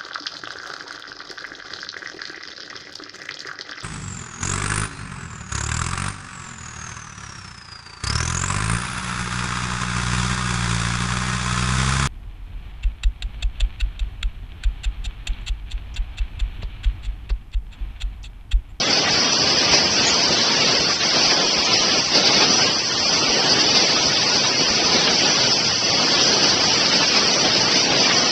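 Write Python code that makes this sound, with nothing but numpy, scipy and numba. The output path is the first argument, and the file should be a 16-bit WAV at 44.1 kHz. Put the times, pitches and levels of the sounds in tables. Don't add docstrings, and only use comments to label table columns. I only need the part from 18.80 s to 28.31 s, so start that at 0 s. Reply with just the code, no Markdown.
import sys
import numpy as np
from scipy import signal
from scipy.fft import rfft, irfft, next_fast_len
from scipy.io import wavfile
from scipy.ndimage import uniform_filter1d, minimum_filter1d
from numba import njit

SR = 44100
rng = np.random.default_rng(int(sys.argv[2]) if len(sys.argv) > 2 else 0)


def inscribe(sig):
    pcm = np.round(np.clip(np.atleast_2d(sig).T, -1, 1) * 32767)
    wavfile.write(sys.argv[1], SR, pcm.astype(np.int16))


N = 419391
TIME_S = np.arange(N) / SR


def undb(db):
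    return 10 ** (np.asarray(db) / 20)


def unit(x):
    return x / np.sqrt(np.mean(x ** 2))


def colour(x, spectrum):
    hz, db = np.transpose(spectrum)
    size = next_fast_len(N, real=True)
    bin_hz = np.maximum(np.fft.rfftfreq(size, 1 / SR), 1)
    gain = undb(np.interp(np.log(bin_hz), np.log(hz), db))
    return unit(irfft(rfft(x, size) * gain, size)[:N])


def walk(rate_hz):
    hold = int(SR / rate_hz)
    steps = np.repeat(rng.standard_normal(N // hold + 1), hold)[:N]
    return unit(uniform_filter1d(steps, hold))


def bump(at_s, half_width_s):
    swell = np.zeros(N)
    near = slice(*np.searchsorted(TIME_S, [at_s - 2 * half_width_s, at_s + 2 * half_width_s]))
    swell[near] = np.exp(-2 * ((TIME_S[near] - at_s) / half_width_s) ** 2)
    return swell


def impacts(per_s, spread_db):
    hit = rng.random(N) < per_s / SR
    return unit(hit * rng.standard_normal(N) * undb(spread_db * rng.standard_normal(N)))


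def shimmer(x, depth_db, fft_size, frames, bias):
    _, _, bands = signal.stft(x, nperseg=fft_size)
    kernel = np.outer(np.hanning(5), np.hanning(frames + 2))
    waver = unit(signal.convolve(rng.standard_normal(bands.shape), kernel, "same"))
    gain = undb(depth_db * np.tanh(2 * (waver + bias)))
    return unit(signal.istft(bands * gain, nperseg=fft_size)[1][:N])


def sway(x, bells):
    hz, frame_s, bands = signal.stft(x, fs=SR, nperseg=512)
    gain_db = 0
    for centre_hz, width_hz, db, drift_hz, rate_hz in bells:
        shift, depth = (np.interp(frame_s, TIME_S, walk(rate_hz)) for _ in range(2))
        bell = np.exp(-2 * ((hz[:, None] - centre_hz - drift_hz * shift) / width_hz) ** 2)
        gain_db += db * (1 + 0.76 * np.tanh(depth)) * bell
    return unit(signal.istft(bands * undb(gain_db), nperseg=512)[1][:N])


@njit
def ring(start, length, hz, amplitude, phase_turns):
    out = np.zeros(N)
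    for k in range(len(start)):
        tone = amplitude[k] * np.exp(2j * np.pi * phase_turns[k])
        tone_step = np.exp(2j * np.pi * hz[k] / SR)
        swell, swell_step = 1 + 0j, np.exp(1j * np.pi / length[k])
        for i in range(int(start[k]), min(int(start[k] + length[k]), N)):
            tone *= tone_step
            swell *= swell_step
            if i >= 0:
                out[i] += tone.imag * swell.imag ** 2
    return out


def rumble():
    # f/Hz, level/dB
    spectrum = [(22, -17), (45, -20), (75, -8), (125, -0.5), (180, -5), (300, -16.5), (800, -63)]
    heave = shimmer(rng.standard_normal(N), depth_db=6.0, fft_size=2048, frames=4, bias=0.31)
    return colour(heave, spectrum)


def gulps():
    # t/s, f/Hz, level/dB
    large = [(0.34, 50, -35), (0.92, 74, -28), (1.04, 92, -33), (1.2, 74, -34), (1.33, 71, -33),
             (1.5, 81, -31), (2.0, 73, -33), (2.48, 48, -35), (2.66, 38, -37), (2.79, 64, -32),
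             (3.01, 50, -34), (3.18, 42, -40), (3.57, 69, -34), (4.5, 50, -33), (4.87, 71, -36),
             (5.27, 70, -32), (5.91, 63, -31), (6.05, 70, -35), (8.69, 75, -32), (9.11, 72, -34)]
    small_per_s, small_hz, small_db, spread_db = 0.89, 66, -45, 6
    small = [(N / SR * when, small_hz * 2 ** (pitch - 0.5), small_db + spread_db * (2 * size - 1))
             for when, pitch, size in rng.random((int(small_per_s * N / SR), 3))]
    out = np.zeros(N)
    for at_s, hz, db in list(large) + small:
        tone = np.sin(2 * np.pi * (hz * (TIME_S - at_s) + rng.random()))
        out += undb(db) * bump(at_s, half_width_s=0.02) * tone
    return out


def squirts():
    # t/s, half-width/s, centre/Hz, bandwidth/Hz, level/dB
    events = [(1.283, 0.038, 6700, 700, -23), (2.857, 0.028, 6400, 398, -30), (7.53, 0.022, 4150, 350, -24)]
    out = np.zeros(N)
    for at_s, half_width_s, hz, width_hz, db in events:
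        band = signal.butter(3, [hz - width_hz / 2, hz + width_hz / 2], "band", fs=SR, output="sos")
        out += undb(db) * bump(at_s, half_width_s) * unit(signal.sosfilt(band, rng.standard_normal(N)))
    return out


def mist():
    # f/Hz, level/dB
    spectrum = [(4500, -31.5), (5250, -9), (5650, 3), (5950, 3.5), (6050, -8), (6350, -4), (6450, -19.5),
                (7600, -19), (8500, -44.5)]
    spray = shimmer(rng.standard_normal(N), depth_db=8.5, fft_size=512, frames=8, bias=0.17)
    return colour(spray, spectrum) * undb(1.4 * walk(rate_hz=25))


def tank():
    # f/Hz, level/dB
    spectrum = [(50, -44), (100, -16), (150, -3), (240, 0.7), (330, -0.1), (480, -0.85), (700, -3.5),
                (950, -11.5), (1300, -22), (3500, -61.5)]
    collapses = impacts(per_s=12000, spread_db=1) * undb(0.53 * walk(rate_hz=30))
    return colour(collapses, spectrum)


def spits():
    # t/s, decay/s, level/dB
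    events = [(0.931, 0.055, -19), (3.359, 0.019, -14), (3.456, 0.024, -18), (3.614, .04, -18),
              (4.955, 0.032, -20), (5.555, 0.018, -24)]
    # f/Hz, level/dB
    spectrum = [(120, -11), (400, 3), (1500, -6), (3000, -1), (3900, -1), (4800, 11), (5900, 0),
                (6500, -19.5), (8500, -25)]
    envelope = np.zeros(N)
    for at_s, decay_s, db in events:
        rise = bump(at_s, half_width_s=0.01)
        fall = np.exp(-np.abs(TIME_S - at_s) / decay_s)
        envelope += undb(db) * np.where(TIME_S < at_s, rise, fall)
    return envelope * colour(impacts(per_s=6900, spread_db=0.5), spectrum)


def kerf(flow_db):
    # f/Hz, level/dB
    spectrum = [(450, -11.5), (800, -3), (1200, -3), (1600, -3.5), (2000, -2.5), (2450, -2.3),
                (3020, -0.94), (3280, -1.8), (3450, -0.3), (3780, 0), (4100, 0.8), (4600, -5.5),
                (6000, -29.5)]
    # f/Hz, half-width/Hz, mean gain/dB, drift/Hz, rate/Hz
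    dips = [(1930, 460, -2.5, 200, 18), (3820, 460, -5.5, 90, 14)]
    tones_per_s, median_s, low_hz, high_hz = 1600, 0.040, 549.5, 4402
    spread_db, stream_db = 0.25, -12.5
    when, pitch, life, size, phase, chance = rng.random((int(2 * tones_per_s * N / SR), 6)).T
    share = np.clip(undb(0.5 * flow_db) / 2, 0, 1)
    born = chance < np.interp(when * N, np.arange(N), share)
    length = median_s * SR * 2 ** (life - 0.5)
    start = when * N - length / 2
    hz = low_hz + (high_hz - low_hz) * pitch
    amplitude = undb(spread_db * (2 * size - 1))
    swarm = ring(start[born], length[born], hz[born], amplitude[born], phase[born])
    swarm /= np.sqrt(share)
    warble = shimmer(swarm, depth_db=9.0, fft_size=448, frames=10, bias=1.7)
    stream = undb(stream_db) * rng.standard_normal(N)
    return colour(sway(warble + stream, dips), spectrum)


def nozzle():
    # f/Hz, level/dB
    spectrum = [(3950, -45.5), (4170, -17), (4400, 0), (4580, 1), (4820, 0), (4970, 0.5), (5300, 0.9),
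                (5650, -9), (6000, -4.5), (6400, -38), (7600, -29), (8500, -34)]
    # f/Hz, half-width/Hz, mean gain/dB, drift/Hz, rate/Hz
    peak = [(4820, 530, 1.6, 150, 25)]
    spray = shimmer(rng.standard_normal(N), depth_db=5.5, fft_size=768, frames=4, bias=0.83)
    return colour(sway(spray, peak), spectrum) * undb(0.5 * walk(rate_hz=80))


def surges():
    # t/s, hiss/dB, rush/dB, roar/dB
    spurts = [(0.145, 3, -0.5, -2), (0.41, 2, -2, -2), (0.705, 1.5, 0.5, 3.5), (0.94, 5, 3.5, 3),
              (0.98, 2, -1, 2), (1.02, 1, -2.5, 2), (1.19, 1, 1, 4), (1.28, -4, 4.5, 1.5),
              (1.515, -2, -1, 3.5), (2.22, -1, 1.5, -3), (2.37, 0, 1.5, 3), (2.515, 4.5, 4, 1),
              (2.942, 4.5, 3.5, 3.5), (3.364, 6, 1.5, 5), (3.48, 4, 2.5, -2), (3.626, 2, 4.5, 4.5),
              (4.27, 3, 1, 1), (4.722, 6, 1, -2.5), (4.81, 5, 2.5, -3), (4.967, 5.5, 3.5, 1.5),
              (5.035, -1, -.5, 4), (5.26, 3.5, -3, 5.5), (5.556, 6, 0.5, 3), (5.65, -2, 4, -3),
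              (5.812, 1, 1.5, 9), (6.15, 2, 2, 2), (6.726, 6.5, 0, 1), (7.48, 3, 1.5, 3), (7.645, 3, 1, 4),
              (7.70, 4.5, -0.5, -2), (8.16, 4.5, 0, 1), (8.235, 0.5, 2.5, -0.5), (8.368, 3, 2.5, 3),
              (8.66, 2, 2.5, 3.5), (8.973, 2.5, 1.5, 3.5), (9.31, -4, 3, 1), (9.382, 3.5, 0, 1)]
    # start/s, end/s, hiss/dB, rush/dB, roar/dB
    clogs = [(0.03, 0.1, -5.5, -0.5, -0.5), (0.22, 0.305, -5, 2, -1), (0.468, 0.523, -5, 0, -4.5),
             (1.085, 1.157, -3.5, -1.5, -1), (2.141, 2.198, -3, -5.5, -7), (2.18, 2.228, -4, -0.5, -1),
             (2.275, 2.33, -1.5, -0.5, -4.5), (2.87, 2.927, -3, 2.5, 1), (3.209, 3.317, -2, -2.5, -8),
             (3.422, 3.445, -5, 0.5, -0.5), (3.938, 4.2, 1, -0.5, 0), (4.093, 4.12, -6, 1, 2),
             (4.15, 4.185, -4, 1, 0.5), (5.175, 5.218, -6, 1, -1), (5.305, 5.33, -1, -1, 1.5),
             (6.265, 6.292, -4, 3.5, 3), (6.426, 6.455, -4, 1, 3), (6.98, 7.022, 0.5, -1.5, -5),
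             (7.755, 7.8, -6, -1.5, 2), (9.064, 9.16, -4, 0.5, 1.5)]
    build_s, clear_s = 0.023, 0.008
    total_db = np.zeros((3, N))
    for at_s, *gains_db in spurts:
        total_db += np.outer(gains_db, bump(at_s, half_width_s=0.027))
    for start_s, end_s, *gains_db in clogs:
        build = np.clip((TIME_S - start_s) / build_s + 0.5, 0, 1)
        clear = np.clip((end_s - TIME_S) / clear_s + 0.5, 0, 1)
        total_db += np.outer(gains_db, build * clear)
    return total_db


def scene():
    # t/s, level/dB
    flow = [(0.0, 0), (0.42, -0.5), (0.58, -0.8), (0.85, 0.5), (1.02, 1), (1.15, -0.5), (1.75, 0.3),
            (1.92, 1.5), (2.07, -1.5), (2.3, -.5), (2.52, 2), (2.68, -2.2), (3.03, -0.5), (3.14, 1.6),
            (3.25, -2.5), (3.4, 1.5), (3.84, 2), (3.91, -1), (3.96, -5.5), (4.13, -7), (4.28, -4),
            (4.34, 0.5), (4.42, -1.9), (4.62, 1), (5.03, 0.7), (5.12, -.5), (5.42, -2), (5.9, -1),
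            (6.22, 0.5), (6.42, 1.4), (6.66, 0), (6.8, -3), (7.0, -4.5), (7.1, -1.5), (7.26, 0.8),
            (8.4, 0.66), (8.85, -0.5), (9.16, 1.1), (9.51, 0.5)]
    flow_db = np.interp(TIME_S, *np.transpose(flow))
    hiss_db, rush_db, roar_db = surges()
    hiss_db += 0.5 * walk(rate_hz=59)
    roar_db += 0.92 * walk(rate_hz=22)
    rush_db += 0.03 * walk(rate_hz=18)
    roar = undb(-26.5 + flow_db + roar_db) * tank()
    rush = undb(-22.5 + 0.61 * flow_db + rush_db) * kerf(flow_db)
    hiss = undb(-21 + 0.36 * flow_db + hiss_db) * nozzle()
    sizzle = undb(-28 + 0.33 * flow_db + 0.18 * hiss_db) * mist()
    mono = roar + rush + hiss + sizzle + spits() + squirts() + undb(-38) * rumble() + gulps()
    return np.array([mono, mono])


def record(dry):
    limit, window_samples, cutoff_hz = 0.66, 88, 8300
    gain = minimum_filter1d(limit / np.maximum(np.abs(dry), limit), window_samples)
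    limited = dry * uniform_filter1d(gain, window_samples)
    return signal.sosfilt(signal.ellip(10, 0.2, 80, cutoff_hz, fs=SR, output="sos"), limited)


dry = scene()
out = record(dry)
inscribe(out)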